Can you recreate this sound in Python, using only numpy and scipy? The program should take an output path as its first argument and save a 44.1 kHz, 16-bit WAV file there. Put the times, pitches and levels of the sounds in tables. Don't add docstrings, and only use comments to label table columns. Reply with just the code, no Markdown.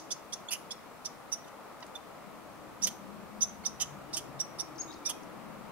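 import sys
import numpy as np
from scipy import signal
from scipy.io import wavfile
from scipy.ndimage import uniform_filter1d

SR = 44100
rng = np.random.default_rng(int(sys.argv[2]) if len(sys.argv) > 2 else 0)


def output_pcm(signal):
    pcm = np.clip(np.atleast_2d(signal).T, -1, 1) * 32767
    wavfile.write(sys.argv[1], SR, np.round(pcm).astype(np.int16))


def elevation(decibels):
    levels = np.asarray(decibels, float)
    return 10 ** (levels / 20)


N = 251811
LEAD = 2205

# start_s, rise_s, fall_s, squeal_db, top_hz
SQUEAKS = [(-.04, .017, .028, -29, 5900), (.103, .018, 0.02, -28, 5900), (0.322, 0.014, 0.015, -30.5, 5740),
           (.706, 0.011, .018, -32, 5440), (1.046, 0.012, 0.023, -29.5, 5790),
           (1.316, 0.013, 0.031, -25, 5900), (2.818, .026, 0.02, -20.5, 6175),
           (3.406, 0.021, .027, -19, 6230), (3.648, 0.015, 0.024, -24, 5940),
           (3.797, 0.023, 0.017, -25, 6400), (4.128, 0.017, 0.022, -28.5, 5670),
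           (4.393, 0.015, 0.018, -23.5, 5830), (4.583, 0.022, .021, -28, 5620),
           (5.049, 0.018, .022, -24.5, 5820)]
BLUR_DB = [7, 13, 9, -3, 2, -9.5, -5.5, -9, -6.5, 3, 1, -11.5, -5, -8]
SQUEAK_WIRE_DB = [-51, -54, -48, -47, -49, -53, -45.5, -43, -48, -42, -46.5, -49, -57, -41.5]
ARCH = [0.43, 0.53, 0.65, 0.53, 0.35, .5, 1.5, 1.12, 1.39, 1.33, 1.17, 0.86, 0.74, 1.32]
# start_s, length_s, grit_db, wire_db, wire_hz
SCRAPES = [
    (.506, 0.06, -31, -34, 2830),
    (1.473, 0.024, -62, -56, 3070),
    (1.947, 0.032, -55, -52, 3570),
    (2.863, 0.033, -29, -37.5, 3200),
    (3.797, 0.052, -39, -35.5, 3040),
    (4.16, 0.042, -33, -38, 3100),
    (5.087, 0.035, -31.5, -34, 3200),
]
# mode_hz, width_hz, level_db
SQUEAK_MODES = [(3240, 390, -17.5), (4500, 2800, -9.5), (7300, 180, -11), (8400, 1500, -12.5),
                (9550, 1400, -2), (10860, 520, -12), (12400, 470, -21)]
# mode_hz, width_hz, level_db
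SCRAPE_MODES = [(4500, 7400, -6.5), (7400, 970, -5.5), (9330, 2900, 5), (10400, 2500, -11),
                (11800, 1500, -10), (14600, 2200, -47)]
# mode_hz, width_hz, level_db
SUET_MODES = [(810, 330, 4.5), (1190, 190, 4.5), (1870, 380, 2)]
# start_s, length_s, start_hz, end_hz, level_db
CREAKS = [
    (0.484, 0.0098, 3320, 3530, -30.5),
    (.705, .014, 3330, 3430, -32),
    (1.823, 0.014, 1056, 875, -44.5),
    (2.811, 0.0085, 3170, 3620, -50),
    (3.636, 0.012, 2180, 2160, -45.5),
]
# start_s, length_s, start_hz, end_hz, level_db
PIPS = [(0.104, .012, 3240, 3680, -34.5), (0.322, 0.015, 3230, 3570, -35), (0.49, 0.0076, 4300, 4500, -37),
        (0.495, 0.0051, 2700, 2780, -42), (0.507, 0.004, 9400, 9450, -29), (1.442, 0.0087, 3630, 3840, -50),
        (1.949, 0.019, 3520, 3570, -37.5), (3.495, 0.023, 2190, 2150, -54.5),
        (3.499, .015, 3240, 3260, -57), (3.642, .008, 2940, 3330, -49), (3.65, 0.0096, 3740, 3780, -36),
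        (4.103, .02, 2880, 2880, -54), (4.389, 0.0074, 3700, 3780, -44), (4.593, 0.0058, 3690, 3720, -35),
        (5.053, 0.01, 3760, 3720, -37)]
# time_s, pitch_hz, level_db
NOTE = [
    (4.78, 7030, -49),
    (4.786, 4750, -52),
    (4.792, 6180, -48),
    (4.8, 6480, -43),
    (4.811, 6640, -36),
    (4.818, 6560, -49),
    (4.822, 3770, -42),
]
# start_s, length_s, start_hz, end_hz, level_db
CHIPS = [
    (4.757, .007, 6150, 4200, -61),
    (4.877, 0.036, 3710, 3760, -60),
    (4.906, 0.011, 3770, 3740, -53),
    (4.916, 0.004, 7000, 4000, -55),
    (4.925, 0.0078, 3520, 5600, -57),
    (4.937, 0.0091, 6980, 3670, -57),
]
# time_s, pitch_hz, level_db
FAR_CALL = [
    (5.0, 2230, -74),
    (5.081, 2440, -61),
    (5.12, 2500, -65),
    (5.165, 2490, -59),
]
# start_s, level_db, centre_hz
WING_FLICKS = [
    (1.804, -58, 6500),
    (1.864, -57, 7000),
    (5.232, -59, 7160),
]
# band_hz, t60_s
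YARD_DECAY = [(1500, 0.29), (3300, 0.39), (3800, 0.43), (6000, 0.34), (10000, 0.35), (15000, 0.55)]
# band_hz, width_hz, left_minus_right_db, likeness (0-1)
HUM_BANDS = [(72, 23, 6, 0.4), (142.8, 50, 9, 0.53), (202.3, 53, 12.5, 0), (309.4, 105, 6.5, 0)]
HUM_DB = [-82.5, -70.5, -73.5, -63]
# nearest_s, half_length_s, level_db
PASSES = [
    [(1.1, 0.23, -75), (3.0, 0.75, -73), (3.65, 0.35, -69), (4.0, 0.23, -73), (4.93, 0.17, -65.5),
     (5.66, 0.19, -74)],
    [(2.7, 0.45, -68), (3.9, .12, -55.5), (4.3, 0.26, -57), (4.77, 0.11, -63.5), (5.4, 0.34, -65)],
    [(.7, 0.87, -65.5), (2.3, 0.12, -57), (2.83, 0.06, -58.5), (3.25, 0.44, -50.5), (3.7, 0.078, -62),
     (3.98, 0.044, -56.5), (4.4, 0.27, -62.5), (5.6, 0.39, -52.5)],
    [(0.0, 0.13, -60), (2.5, 0.17, -65), (2.95, 0.34, -61.5), (4.2, 0.28, -57), (4.8, 0.19, -54.5),
     (5.2, 0.27, -56.5)],
]
# band_hz, density_db
WASH = [(25, -23), (50, -12), (100, -12), (200, -0.5), (340, -6), (400, -2), (560, 1), (1000, -1),
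        (1280, -1.5), (1550, -9), (2400, -12.5), (3200, -18), (6000, -22.5), (16000, -26.5)]
# band_hz, likeness (-1 to 1)
WASH_LIKENESS = [(60, 0.14), (130, 0.19), (290, -0.011), (640, 0.65), (1410, 0.6), (3100, 0.071),
                 (6820, -0.023), (15000, 0.043)]
# band_hz, left_minus_right_db
WASH_LEAN = [(60, 5), (110, -4), (200, 7), (380, 2), (700, 2.5), (1290, 2), (2380, 2), (4400, 1.5),
             (8120, 0.5), (15000, 0.0)]
# time_s, level_db
WASH_SWELL = [(0.0, -54), (0.65, -53), (0.9, -54), (2.16, -52.5), (2.4, -53.5), (2.72, -53.5), (3.78, -53),
              (4.01, -52), (5.07, -52), (5.71, -51)]

BITE_S, TOUCH_DB, BITE_DB, EASE_DB, LIFT_DB = 0.0069, -19, -10, -14.5, -28
TOUCH_PITCH, BITE_PITCH, EASE_PITCH, LIFT_PITCH = 0.86, 0.93, 0.92, 0.91
BITE_FOLLOW = 0.2
EASE_SHARE = 0.55
WIRE_FOLLOW, WIRE_EARLY_DB = 0.47, -2
GRIT_EARLY_DB = 4.5


def feeder():
    mix = np.zeros(N + LEAD)
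    hold = 0.0072
    for (start, rise, fall, db, top_hz), blur_db, wire_db, arch in zip(SQUEAKS, BLUR_DB, SQUEAK_WIRE_DB, ARCH):
        grit_db = -37 + 0.52 * (db + 21)
        rows = press(start, rise - hold / 2, hold, fall - hold / 2, arch, db, top_hz, wire_db, 3720, grit_db)
        wire_width = 280 + 250 * elevation(blur_db)
        add(mix, start, stroke(rows, SQUEAK_MODES, 240, blur_db, wire_width, overtone_db=-32))
    for start, length, grit_db, wire_db, wire_hz in SCRAPES:
        rise = max(0.27 * length, BITE_S + 0.001)
        hold = 0.16 * length
        db = min(-31, grit_db + 6.5)
        rows = press(start, rise, hold, length - rise - hold, 1, db, 5900, wire_db, wire_hz, grit_db)
        add(mix, start, stroke(rows, SCRAPE_MODES, 840, blur_db=38, wire_width=720, overtone_db=-40))
        add(mix, start, thud(rows, -42.5 + 0.93 * (wire_db + 32.5)))
    for start, length, start_hz, end_hz, db in CREAKS:
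        fall_db = -0.1597 * (start_hz / 1000) ** 3
        add(mix, start, creak(length, start_hz, end_hz, db, fall_db))
    for start, *shape in PIPS:
        add(mix, start, creak(*shape, fall_db=-16))
    return mix


def press(start, rise, hold, fall, arch, squeal_db, squeal_hz, wire_db, wire_hz, grit_db):
    s = start + np.cumsum([0, BITE_S, rise - BITE_S, hold, EASE_SHARE * fall, (1 - EASE_SHARE) * fall])
    bite_db = min(BITE_DB - BITE_FOLLOW * (squeal_db + 23.5), 0)
    push_db = np.array([TOUCH_DB, bite_db, 0, 0, EASE_DB, LIFT_DB])
    early = s < start + rise - 1e-6
    sag = 1 - np.array([TOUCH_PITCH, BITE_PITCH, 1, 1, EASE_PITCH, LIFT_PITCH])
    pitch_hz = squeal_hz * (1 - arch * sag)
    wire = wire_db + WIRE_FOLLOW * push_db + WIRE_EARLY_DB * early
    grit = grit_db + push_db + GRIT_EARLY_DB * early
    return np.transpose([s, squeal_db + push_db, pitch_hz, wire, wire_hz + 0 * s, grit])


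def stroke(rows, modes, line_width, blur_db, wire_width, overtone_db):
    squeal_db, squeal_hz, wire_db, wire_hz, grit_db = curves(rows)
    count = len(squeal_db)
    slips = rng.standard_normal((4, count)) * elevation(2.8 * rng.exponential(1, count))

    line = steadied(resonate(slips[0], squeal_hz, line_width))
    halo = steadied(resonate(resonate(slips[3], squeal_hz, 2500), squeal_hz, 3500))
    overtone = evened(line ** 2 - uniform_filter1d(line ** 2, size=15))
    squeal = evened(line + elevation(blur_db) * halo + elevation(overtone_db) * overtone)

    wire = resonate(resonate(slips[1], wire_hz, wire_width), wire_hz, 2 * wire_width)
    wire = steadied(wire, size=1200)

    cage = np.zeros(count)
    for hz, width, db in modes:
        pitch_spot, level_spot = rng.standard_normal(2)
        ring = evened(resonate(slips[2], hz * (1 + 0.029 * pitch_spot), width))
        cage += ring * elevation(db + 3.9 * level_spot)

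    body = elevation(squeal_db) * squeal + elevation(wire_db) * wire + elevation(grit_db) * evened(cage)
    return body * signal.windows.tukey(count, 0.15)


def thud(rows, db):
    wire_db = curves(rows)[2]
    push = rng.standard_normal(len(wire_db))
    block = sum(elevation(mode_db) * evened(resonate(push, hz, width)) for hz, width, mode_db in SUET_MODES)
    return elevation(db + wire_db - wire_db.max()) * evened(block)


def creak(length, start_hz, end_hz, db, fall_db):
    hz = np.linspace(start_hz, end_hz, round(length * SR))
    turns = np.cumsum(hz) / SR
    stack = np.zeros(len(hz))
    for k in range(6):
        if (k + 1) * start_hz < 15000:
            stack += elevation(fall_db * k ** 2) * np.sin(2 * np.pi * (k + 1) * turns)
    return elevation(db) * stack * signal.windows.tukey(len(hz), 0.7)


def bird():
    mix = np.zeros(N + LEAD)
    calls = [NOTE, FAR_CALL]
    for start, length, start_hz, end_hz, db in CHIPS:
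        middle = (start + length / 2, (start_hz + end_hz) / 2, db)
        calls.append([(start, start_hz, db - 1), middle, (start + length, end_hz, db - 1)])
    for rows in calls:
        hz, db = curves(rows)
        whistle = np.sin(2 * np.pi * np.cumsum(hz) / SR)
        add(mix, rows[0][0], elevation(db) * whistle * signal.windows.tukey(len(hz), 0.1))
    for start, db, hz in WING_FLICKS:
        tick = evened(resonate(rng.standard_normal(200), hz, 5000))
        add(mix, start, elevation(db) * tick * np.hanning(200))
    return mix


def yard(x, left_db, right_db, left_lag, early_db, wet_db, depth):
    size = SR // 2
    taps = np.zeros((2, size))
    at = np.arange(100, size - 20, 20)
    at = at + rng.integers(0, 20, (2, len(at)))
    np.put_along_axis(taps, at, rng.choice([-1., 1.], at.shape), 1)

    hz, t, z = signal.stft(taps, SR, nperseg=256)
    decay = elevation(-60 * t / depth / read(YARD_DECAY, hz)[:, None])
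    tail = signal.istft(z * decay, SR, nperseg=256)[1][:, :size]
    early = taps * elevation(-60 * np.arange(size) / SR / 0.027)
    paths = elevation(wet_db) * tail / np.linalg.norm(tail[0])
    paths += elevation(early_db) * early / np.linalg.norm(early[0])

    direct = np.arange(32) - 16
    paths[0, :32] = elevation(left_db) * np.sinc(direct - left_lag) * np.hanning(32)
    paths[1, :32] = elevation(right_db) * np.sinc(direct) * np.hanning(32)
    return signal.fftconvolve(x[None], paths, axes=1)[:, LEAD + 16:LEAD + 16 + N]


def road():
    out, t = np.zeros((2, N)), np.arange(N) / SR
    for rest_db, passes, (hz, width, lean_db, likeness) in zip(HUM_DB, PASSES, HUM_BANDS):
        level = elevation(rest_db) + sum(elevation(db) * np.exp(-((t - s) / half) ** 2) for s, half, db in passes)
        left, other = (steadied(resonate(n, hz, width), size=12000) for n in rng.standard_normal((2, N)))
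        likeness = np.clip(likeness, 0, 1)
        right = likeness * left + np.sqrt(1 - likeness ** 2) * other
        out += level * elevation(np.array([[3.5], [3.0 - lean_db]])) * np.array([left, right])
    return out


def wash():
    frames, hz = N // 256 + 5, np.fft.rfftfreq(1024, 1 / SR)
    a, b, c, d, patches = rng.standard_normal((frames, 513, 5)).T
    patches = evened(uniform_filter1d(uniform_filter1d(patches, size=10, axis=0), size=14, axis=1))
    swell_db = np.interp(np.arange(frames) * 256 / SR, *np.transpose(WASH_SWELL)) + 53
    far = 1 / (1 + (hz[:, None] / 3200) ** 4)

    likeness = np.clip(read(WASH_LIKENESS, hz), -1, 1)[:, None]
    left = a + 1j * b
    right = likeness * left + np.sqrt(1 - likeness ** 2) * (c + 1j * d)
    lean_db = read(WASH_LEAN, hz)[:, None] / 2
    level_db = read(WASH, hz)[:, None] + far * (0.47 * patches + swell_db)
    z = np.array([left, right]) * elevation(level_db + np.array([lean_db, -lean_db]))
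    return elevation(-49) * evened(signal.istft(z, nperseg=1024, noverlap=768)[1][:, :N])


def resonate(x, hz, width):
    turn = np.exp(2j * np.pi * np.cumsum(hz * np.ones(len(x))) / SR)
    r = np.exp(-np.pi * width / SR)
    return (turn * signal.lfilter([1], np.poly([r, r]), x / turn)).real


def steadied(x, size=300):
    return x / np.sqrt(abs(uniform_filter1d(x ** 2, size)) + 1e-20)


def evened(x):
    return x / np.sqrt(np.mean(x ** 2) + 1e-20)


def curves(rows):
    s, *columns = np.transpose(rows)
    t = np.arange(s[0], s[-1], 1 / SR)
    return [np.interp(t, s, column) for column in columns]


def read(points, hz):
    f, value = np.transpose(points)
    return np.interp(np.log(hz + 1), np.log(f + 1), value)


def add(mix, start, sound):
    part = mix[round(start * SR) + LEAD:][:len(sound)]
    part += sound[:len(part)]


def scene():
    near = yard(feeder(), left_db=-8, right_db=-1.5, left_lag=3.3, early_db=-11, wet_db=-17, depth=0.95)
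    far = yard(bird(), left_db=8, right_db=0.0, left_lag=-1.5, early_db=-3, wet_db=0.5, depth=1.13)
    return near + far + wash() + road()


def roll_off(x):
    return signal.sosfilt(signal.butter(12, 16280, fs=SR, output="sos"), x)


def record(dry):
    limit = signal.firwin(511, 15790, window=("kaiser", 9), fs=SR)
    mix = signal.oaconvolve(dry, limit[None], "same")
    return roll_off(mix)


dry = scene()
out = record(dry)
output_pcm(out)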